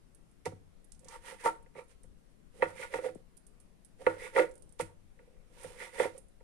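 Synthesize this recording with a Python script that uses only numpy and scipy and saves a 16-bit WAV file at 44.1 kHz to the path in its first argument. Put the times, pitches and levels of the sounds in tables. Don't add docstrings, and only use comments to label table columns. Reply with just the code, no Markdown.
import sys
import numpy as np
from scipy import signal
from scipy.io import wavfile
from scipy.ndimage import uniform_filter1d

SR = 44100
rng = np.random.default_rng(int(sys.argv[2]) if len(sys.argv) > 2 else 0)


def dump(signal):
    limited = np.clip(np.atleast_2d(signal).T, -1, 1)
    pcm = np.round(limited * 32767).astype(np.int16)
    wavfile.write(sys.argv[1], SR, pcm)


N = 283563


def amp(db):
    return 10 ** (np.asarray(db) / 20)


def unit_rms(x):
    return x / np.sqrt(np.mean(x ** 2) + 1e-20)


def value_at(points, hz):
    f, value = np.transpose(points)
    return np.interp(np.log(hz + 1), np.log(f + 1), value)


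def add(mix, start_s, sound):
    part = mix[round(start_s * SR):][:len(sound)]
    part += sound[:len(part)]


def minimum_phase(colour):
    log_gain = np.log(amp(value_at(colour, abs(np.fft.fftfreq(4096, 1 / SR)))))
    return np.fft.ifft(np.exp(np.conj(signal.hilbert(log_gain)))).real[:1024]


def resonate(x, hz, width_hz):
    carrier = np.exp(2j * np.pi * np.cumsum(np.broadcast_to(hz, x.shape)) / SR)
    pole = np.exp(-np.pi * width_hz / SR)
    for _ in range(2):
        x = 2 * (carrier * signal.lfilter([1 - pole], [1, -pole], x / carrier)).real
    return x


def friction(spread_db, fibres_per_s):
    fibre = (np.arange(N) * fibres_per_s / SR).astype(int)
    return unit_rms(rng.standard_normal(N) * amp(spread_db * rng.standard_normal(fibre[-1] + 1)[fibre]))


def through_ports(left, right):
    # f/Hz, gain/dB
    left_port = [(1000, 13), (2300, -6), (3200, -14.5), (4200, -21), (5500, -27), (7000, -27.5),
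                 (9400, -31.5), (13000, -31), (16000, -40)]
    right_port = [(1000, 8), (2300, 4.5), (3200, -1.5), (4200, -6), (5500, -6), (7000, -7.5), (8500, -2.5),
                  (9400, 1.5), (10200, -6), (11000, -11.5), (13000, -18.5), (16000, -29.5)]
    taps = np.array([minimum_phase(left_port), minimum_phase(right_port)])
    return signal.oaconvolve([left, right], taps, axes=1)[:, :N]


def room_tone():
    # f/Hz, left level/dB per Hz, right level/dB per Hz
    density = [(12.2, -84.5, -92.5), (26.54, -66.5, -83.5), (38, -85.5, -88), (60.1, -83, -95),
               (100, -91.5, -93), (177, -84.5, -96), (328, -95, -99), (490, -100, -99), (855, -107, -109),
               (1960, -112, -113), (4300, -118, -119), (7000, -120, -119), (9400, -120, -115),
               (11900, -123, -122), (12800, -127, -127), (13530, -137, -137), (15430, -145, -145)]
    frames, hz = N // 512 + 5, np.fft.rfftfreq(2048, 1 / SR)
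    left_re, left_im, right_re, right_im, patches = rng.standard_normal((frames, 1025, 5)).T
    white = np.array([left_re + 1j * left_im, right_re + 1j * right_im])
    patches = unit_rms(uniform_filter1d(uniform_filter1d(patches, 12, 0), 8, 1))
    steady_db = np.array([value_at(np.array(density)[:, [0, port]], hz) for port in (1, 2)])
    coloured = white * amp(steady_db[..., None] + 1.3 * patches)
    flat, tone = signal.istft([white, coloured], nperseg=2048, noverlap=1536)[1][..., :N]
    return tone / flat.std() * np.sqrt(SR / 2)


def kitchen_reverb(x):
    # f/Hz, t60/s
    decay = [(100, 0.82), (500, 0.33), (2000, 0.28), (9000, 0.25)]
    taps = np.zeros((2, SR))
    arrivals = np.arange(200, SR - 20, 20) + rng.integers(0, 20, (2, (SR - 201) // 20))
    np.put_along_axis(taps, arrivals, rng.choice([-1., 1.], arrivals.shape), 1)
    hz, t, bands = signal.stft(taps, SR, nperseg=256)
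    tail = signal.istft(bands * amp(-60 * t / value_at(decay, hz)[:, None]), SR, nperseg=256)[1]
    return signal.fftconvolve(x, tail / np.linalg.norm(tail[0]), axes=1)[:, :N]


def soft_pop():
    # t/s, level/dB, first f/Hz, last f/Hz, glide time/s, t60/s, right against left/dB
    pop = (3.1555, -31, 800, 130, .004, .05, -14)
    start_s, db, first_hz, last_hz, glide_s, t60, right_db = pop
    t, out = np.arange(3000) / SR, np.zeros(N)
    cycles = np.cumsum(last_hz + (first_hz - last_hz) * np.exp(-t / glide_s)) / SR
    attack = (1 - np.exp(-t / 0.0014)) ** 2
    add(out, start_s, amp(db - 60 * t / t60) * attack * np.sin(2 * np.pi * cycles))
    return out * amp([[0], [right_db]])


def meat_smacks():
    # t/s, relative level/dB, centre f/Hz
    smacks = [(0.148, -52.5, 10400), (0.314, -64, 10000), (0.4566, -37, 5860), (0.844, -53.5, 10100),
              (0.9202, -46, 7600), (0.948, -60, 6000), (0.9938, -54, 8000), (1.046, -51.5, 6500),
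              (1.0843, -40.5, 6500), (1.44, -49.5, 9480), (1.5614, -63.5, 9490), (1.627, -62, 9800),
              (1.8387, -63.5, 9560), (1.883, -63.5, 9830), (1.8925, -68.5, 8710), (2.0335, -54, 8930),
              (2.625, -50.5, 8500), (2.9401, -43.5, 5200), (3.149, -54.5, 8600), (3.3691, -49, 11000),
              (3.375, -50.5, 10000), (3.467, -48.5, 10200), (3.6015, -54.5, 9800), (3.6096, -58, 9720),
              (3.8486, -48, 10020), (4.066, -47.5, 9000), (4.492, -57, 9500), (4.512, -54, 7500),
              (4.539, -57, 10600), (4.555, -52.5, 9400), (4.5785, -56, 9400), (4.6231, -51, 9200),
              (4.6923, -58.5, 8590), (4.7242, -54, 9440), (4.794, -40.5, 4180), (4.809, -36, 8950),
              (5.634, -42.5, 9650), (5.9906, -42, 9620), (6.1795, -42.5, 9800), (6.2847, -63, 9320)]
    spray_t60_s = 0.049
    t, out = np.arange(3000) / SR, np.zeros(N)
    for start_s, db, hz in smacks:
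        snap = 6.5 * (t == 0) + rng.standard_normal(len(t)) * amp(-60 * t / spray_t60_s)
        add(out, start_s, amp(db + 7.5) * resonate(snap, hz, width_hz=4540))
    out = signal.sosfilt(signal.butter(4, 3500, "high", fs=SR, output="sos"), out)
    return through_ports(out, out)


def knife_strokes():
    # fastest t/s, rise/s, fall/s, relative hiss level/dB,
    # high, low and mid mode drive against the hiss/dB, blade f/Hz
    strokes = [(0.459, 0.0062, 0.031, -54.5, 5, 15.5, 1, 2130),
               (1.04, .05, 0.025, -82, -15.5, 18.5, -3, 2020), (1.144, .07, 0.052, -62, 2, 6, 8.5, 1930),
               (1.29, 0.059, 0.085, -57.5, 4, 4.5, 6.5, 1915), (1.415, 0.034, .05, -63, 6, 1, -1.5, 1930),
               (1.461, 0.023, 0.047, -48, 6, 20.5, 17, 1880),
               (1.788, 0.035, 0.045, -67.5, 9, 21.5, 14, 2240),
               (1.904, 0.022, 0.049, -72, -17.5, -3.5, -15, 2180),
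               (2.59, 0.057, 0.11, -70.5, -7, 16, -4.5, 1970),
               (2.633, .02, 0.045, -64, 20.5, 30, 22.5, 1900),
               (2.689, 0.0414, 0.059, -66, 1.5, 15, 12, 1880),
               (2.823, 0.073, 0.072, -57, 7.5, 5.5, 2.5, 2130),
               (2.952, 0.048, 0.066, -58, 7.5, 15.5, 3.5, 2090),
               (3.057, .05, 0.059, -60.5, 4, 21.5, 4, 1940),
               (3.16, .03, 0.087, -81.5, -14.5, 16, -10, 1930), (4.02, 0.032, 0.055, -69, 1, 21, 4, 1940),
               (4.085, 0.039, 0.11, -63.5, 7.5, 20, 13, 1850), (4.243, 0.067, .08, -58.5, 9.5, 8, 2, 2050),
               (4.384, 0.037, 0.07, -49.5, 10.5, 23.5, 12, 1990),
               (4.807, .012, 0.025, -49, 3.5, 10, -7, 2080), (4.88, 0.044, 0.13, -88.5, 1.5, 21, 15, 2120),
               (5.22, .08, 0.45, -90, 7, 23, 5, 2110), (5.649, 0.11, 0.19, -62, -6.5, 7.5, -1, 2030),
               (5.826, 0.061, 0.1, -58, 7.5, 9, 0, 2050), (5.954, 0.033, 0.084, -61, 6, 11.5, 0.5, 2030),
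               (6.008, 0.03, 0.084, -50, 9.5, 21, 9, 1970), (6.17, 0.08, 0.038, -72.5, -5, 15, 0, 2040)]
    follow = (0.9, 1.1, 1.06, 1.14)
    roundness, climb_hz_per_s = 1.66, 300
    t, power, weighted_hz = np.arange(0, N / SR + .01, .002), 1e-30, 0
    for peak_s, rise_s, fall_s, hiss_db, high_db, low_db, mid_db, hz in strokes:
        from_peak = abs(t - peak_s) / np.where(t < peak_s, rise_s, fall_s)
        swing_db = np.where(t < peak_s, -14.5, -20.5) * np.minimum(from_peak, 8) ** roundness
        peak_db = hiss_db + np.array([[0], [high_db], [mid_db], [low_db]])
        stroke_power = amp(peak_db + np.outer(follow, swing_db)) ** 2
        power += stroke_power
        weighted_hz += stroke_power[1] * (hz + climb_hz_per_s * np.clip(t - peak_s, -rise_s, fall_s))
    return [np.interp(np.arange(N) / SR, t, curve) for curve in (*np.sqrt(power), weighted_hz / power[1])]


def edge_hiss(gain):
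    highpass = signal.butter(2, 2600, "high", fs=SR, output="sos")
    left, right = (signal.sosfilt(highpass, friction(1.6, 300)) for _ in range(2))
    return amp(3.5) * gain * unit_rms(through_ports(left, right)) * np.sqrt(2)


def blade_ring(gain, hz):
    lower, lower_right = (unit_rms(resonate(friction(3.5, 300), hz, width_hz=560)) for _ in range(2))
    upper = unit_rms(resonate(friction(2.0, 280), 1.7 * hz, width_hz=500))
    lower_pair = np.array([lower, amp(6.5) * (.5 * lower + 1.1 * lower_right)])
    return amp(-1) * gain * (lower_pair + amp([[-22], [-7]]) * upper)


def mode_ring(modes, rise_cycles):
    t, out = np.arange(SR // 2) / SR, 0
    for hz, left_db, right_db, t60, left_lead in modes:
        decay = amp(np.array([[left_db], [right_db]]) - 60 * t / t60)
        attack = (1 - np.exp(-t * hz / rise_cycles)) ** 2
        out += decay * attack * np.sin(2 * np.pi * hz * t + [[left_lead], [0]])
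    return out / abs(out.mean(0)).max()


def cutting_board(high, mid, low):
    families = { "thud": [(97.2, -4.5, -7, 0.39, 0.34), (161.3, -1.5, 0.5, 0.12, 0.15),
                (259.2, -5, -1.5, 0.082, 0.2)], "low": [(327.4, -18, -23.5, 0.22, 0.38),
                (436, -16, -10, 0.05, 0.77), (480, -3, 4, 0.054, 1), (508.5, -5.5, 4, 0.069, 0.7),
                (510, -13.5, -4.5, 0.026, .4), (631, -13, -23, 0.027, 0.3),
                (747.4, -13, -11.5, 0.07, 0.31)], "mid": [(923.5, -2.5, -2, 0.063, 1.01),
                (1155, -12.5, -6, 0.037, -0.2), (1344, -9, -8.5, 0.056, 1.62), (1432, -11, -24, 0.043, 3)],
                "high": [(1456, -6, -8, 0.13, 2.5), (1740, -3, 0, 0.027, 2.5),
                (1900, -5.5, 1.5, 0.029, 1.13), (2020, 0, 4.5, 0.022, -1.6), (2250, -6.5, -11, 0.065, 3.5),
                (2420, -12.5, -5, 0.04, 4.5), (2594, -25, -8, 0.06, -0.5), (2868, -30.5, -17, 0.038, 1.3),
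                (3030, -33, -11, 0.022, -14.5), (3330, -30.5, -25.5, 0.017, 0),
                (4100, -36.5, -21, 0.034, 5.5)]}
    # t/s, low mode level/dB, thud, mid and high modes against it/dB
    impacts = [(0.462, -24.5, -14.5, -10, -20), (0.521, -43, -3, -11.5, -19),
               (1.055, -51.5, -6.5, -29, -32), (1.446, -40, -26, -10.5, -10.5),
               (1.459, -21.5, -38.5, 4.5, -13.5), (1.664, -55.5, -27, -9, -2),
               (1.754, -43.5, -12, -7, -13.5), (2.042, -57.5, -15, -19, -9), (2.625, -17, -35, -3.5, -4),
               (2.656, -48, -3, -23, -24), (2.941, -28.5, -36, -3, 0.5), (2.954, -30, -22, -33, -23),
               (2.988, -33.5, -32, -5.5, -7.5), (3.043, -36.5, -31, -4.5, -13), (3.061, -30, -35, -28, -17),
               (3.089, -35.5, -20.5, -12.5, -12.5), (4.016, -42.5, -17.5, -8.5, -14),
               (4.068, -16.5, -32, -5, -4), (4.101, -34.5, -19, -11, -7.5), (4.356, -34, -47.5, -12.5, -11),
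               (4.365, -17.5, -37.5, -9.5, -3.5), (4.38, -21.5, -44.5, 4, -10),
               (4.396, -19, -39.5, -10, -2), (4.413, -29, -29.5, -19, -16), (4.441, -36, -29, -15.5, -3.5),
               (4.798, -26, -25, -2, -21), (4.812, -46.5, 6, -27, -2), (5.194, -57, -26, -4.5, 1),
               (5.645, -36, -11, -22.5, -8), (6.0, -16, -41, -10, -10.5), (6.027, -40, -27, -8, -10.5),
               (6.054, -25, -32, -15, -26), (6.408, -55.5, -22, -7.5, -8)]
    rub = {"thud": amp(-30.5) * low, "low": low, "mid": mid, "high": amp(-3.5) * high}
    rise_cycles = {"thud": .4, "low": .9, "mid": .8, "high": .5}
    delay_s = {"thud": .004, "low": .0003, "mid": -.001, "high": -.0022}
    t, out = np.arange(400) / SR, np.zeros((2, N))
    blows = (t == 0) + 0.04 * rng.standard_normal((len(impacts), len(t))) * np.exp(-t / 0.0015)
    for family, modes in families.items():
        response = mode_ring(modes, rise_cycles[family])
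        drive = rub[family] * friction(4.3, 150) / np.linalg.norm(response.mean(0))
        for (start_s, db, thud_db, mid_db, high_db), blow in zip(impacts, blows):
            family_db = {"thud": thud_db, "low": 0, "mid": mid_db, "high": high_db}[family]
            add(drive, start_s + delay_s[family], amp(db + family_db) * blow)
        out += signal.oaconvolve(drive[None], response, axes=1)[:, :N]
    return out


def scene():
    hiss_gain, high, mid, low, blade_hz = knife_strokes()
    ringing = cutting_board(high, mid, low) + blade_ring(high, blade_hz)
    meat = edge_hiss(hiss_gain) + meat_smacks()
    reverb = kitchen_reverb(amp(-15) * ringing + amp(-10) * meat)
    return ringing + meat + reverb + soft_pop() + room_tone()


def record(dry):
    edge_hz = 15550
    lowpass = signal.firwin(511, edge_hz, window=("kaiser", 9), fs=SR)
    return signal.oaconvolve(dry, lowpass[None], "same")


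dry = scene()
out = record(dry)
dump(out)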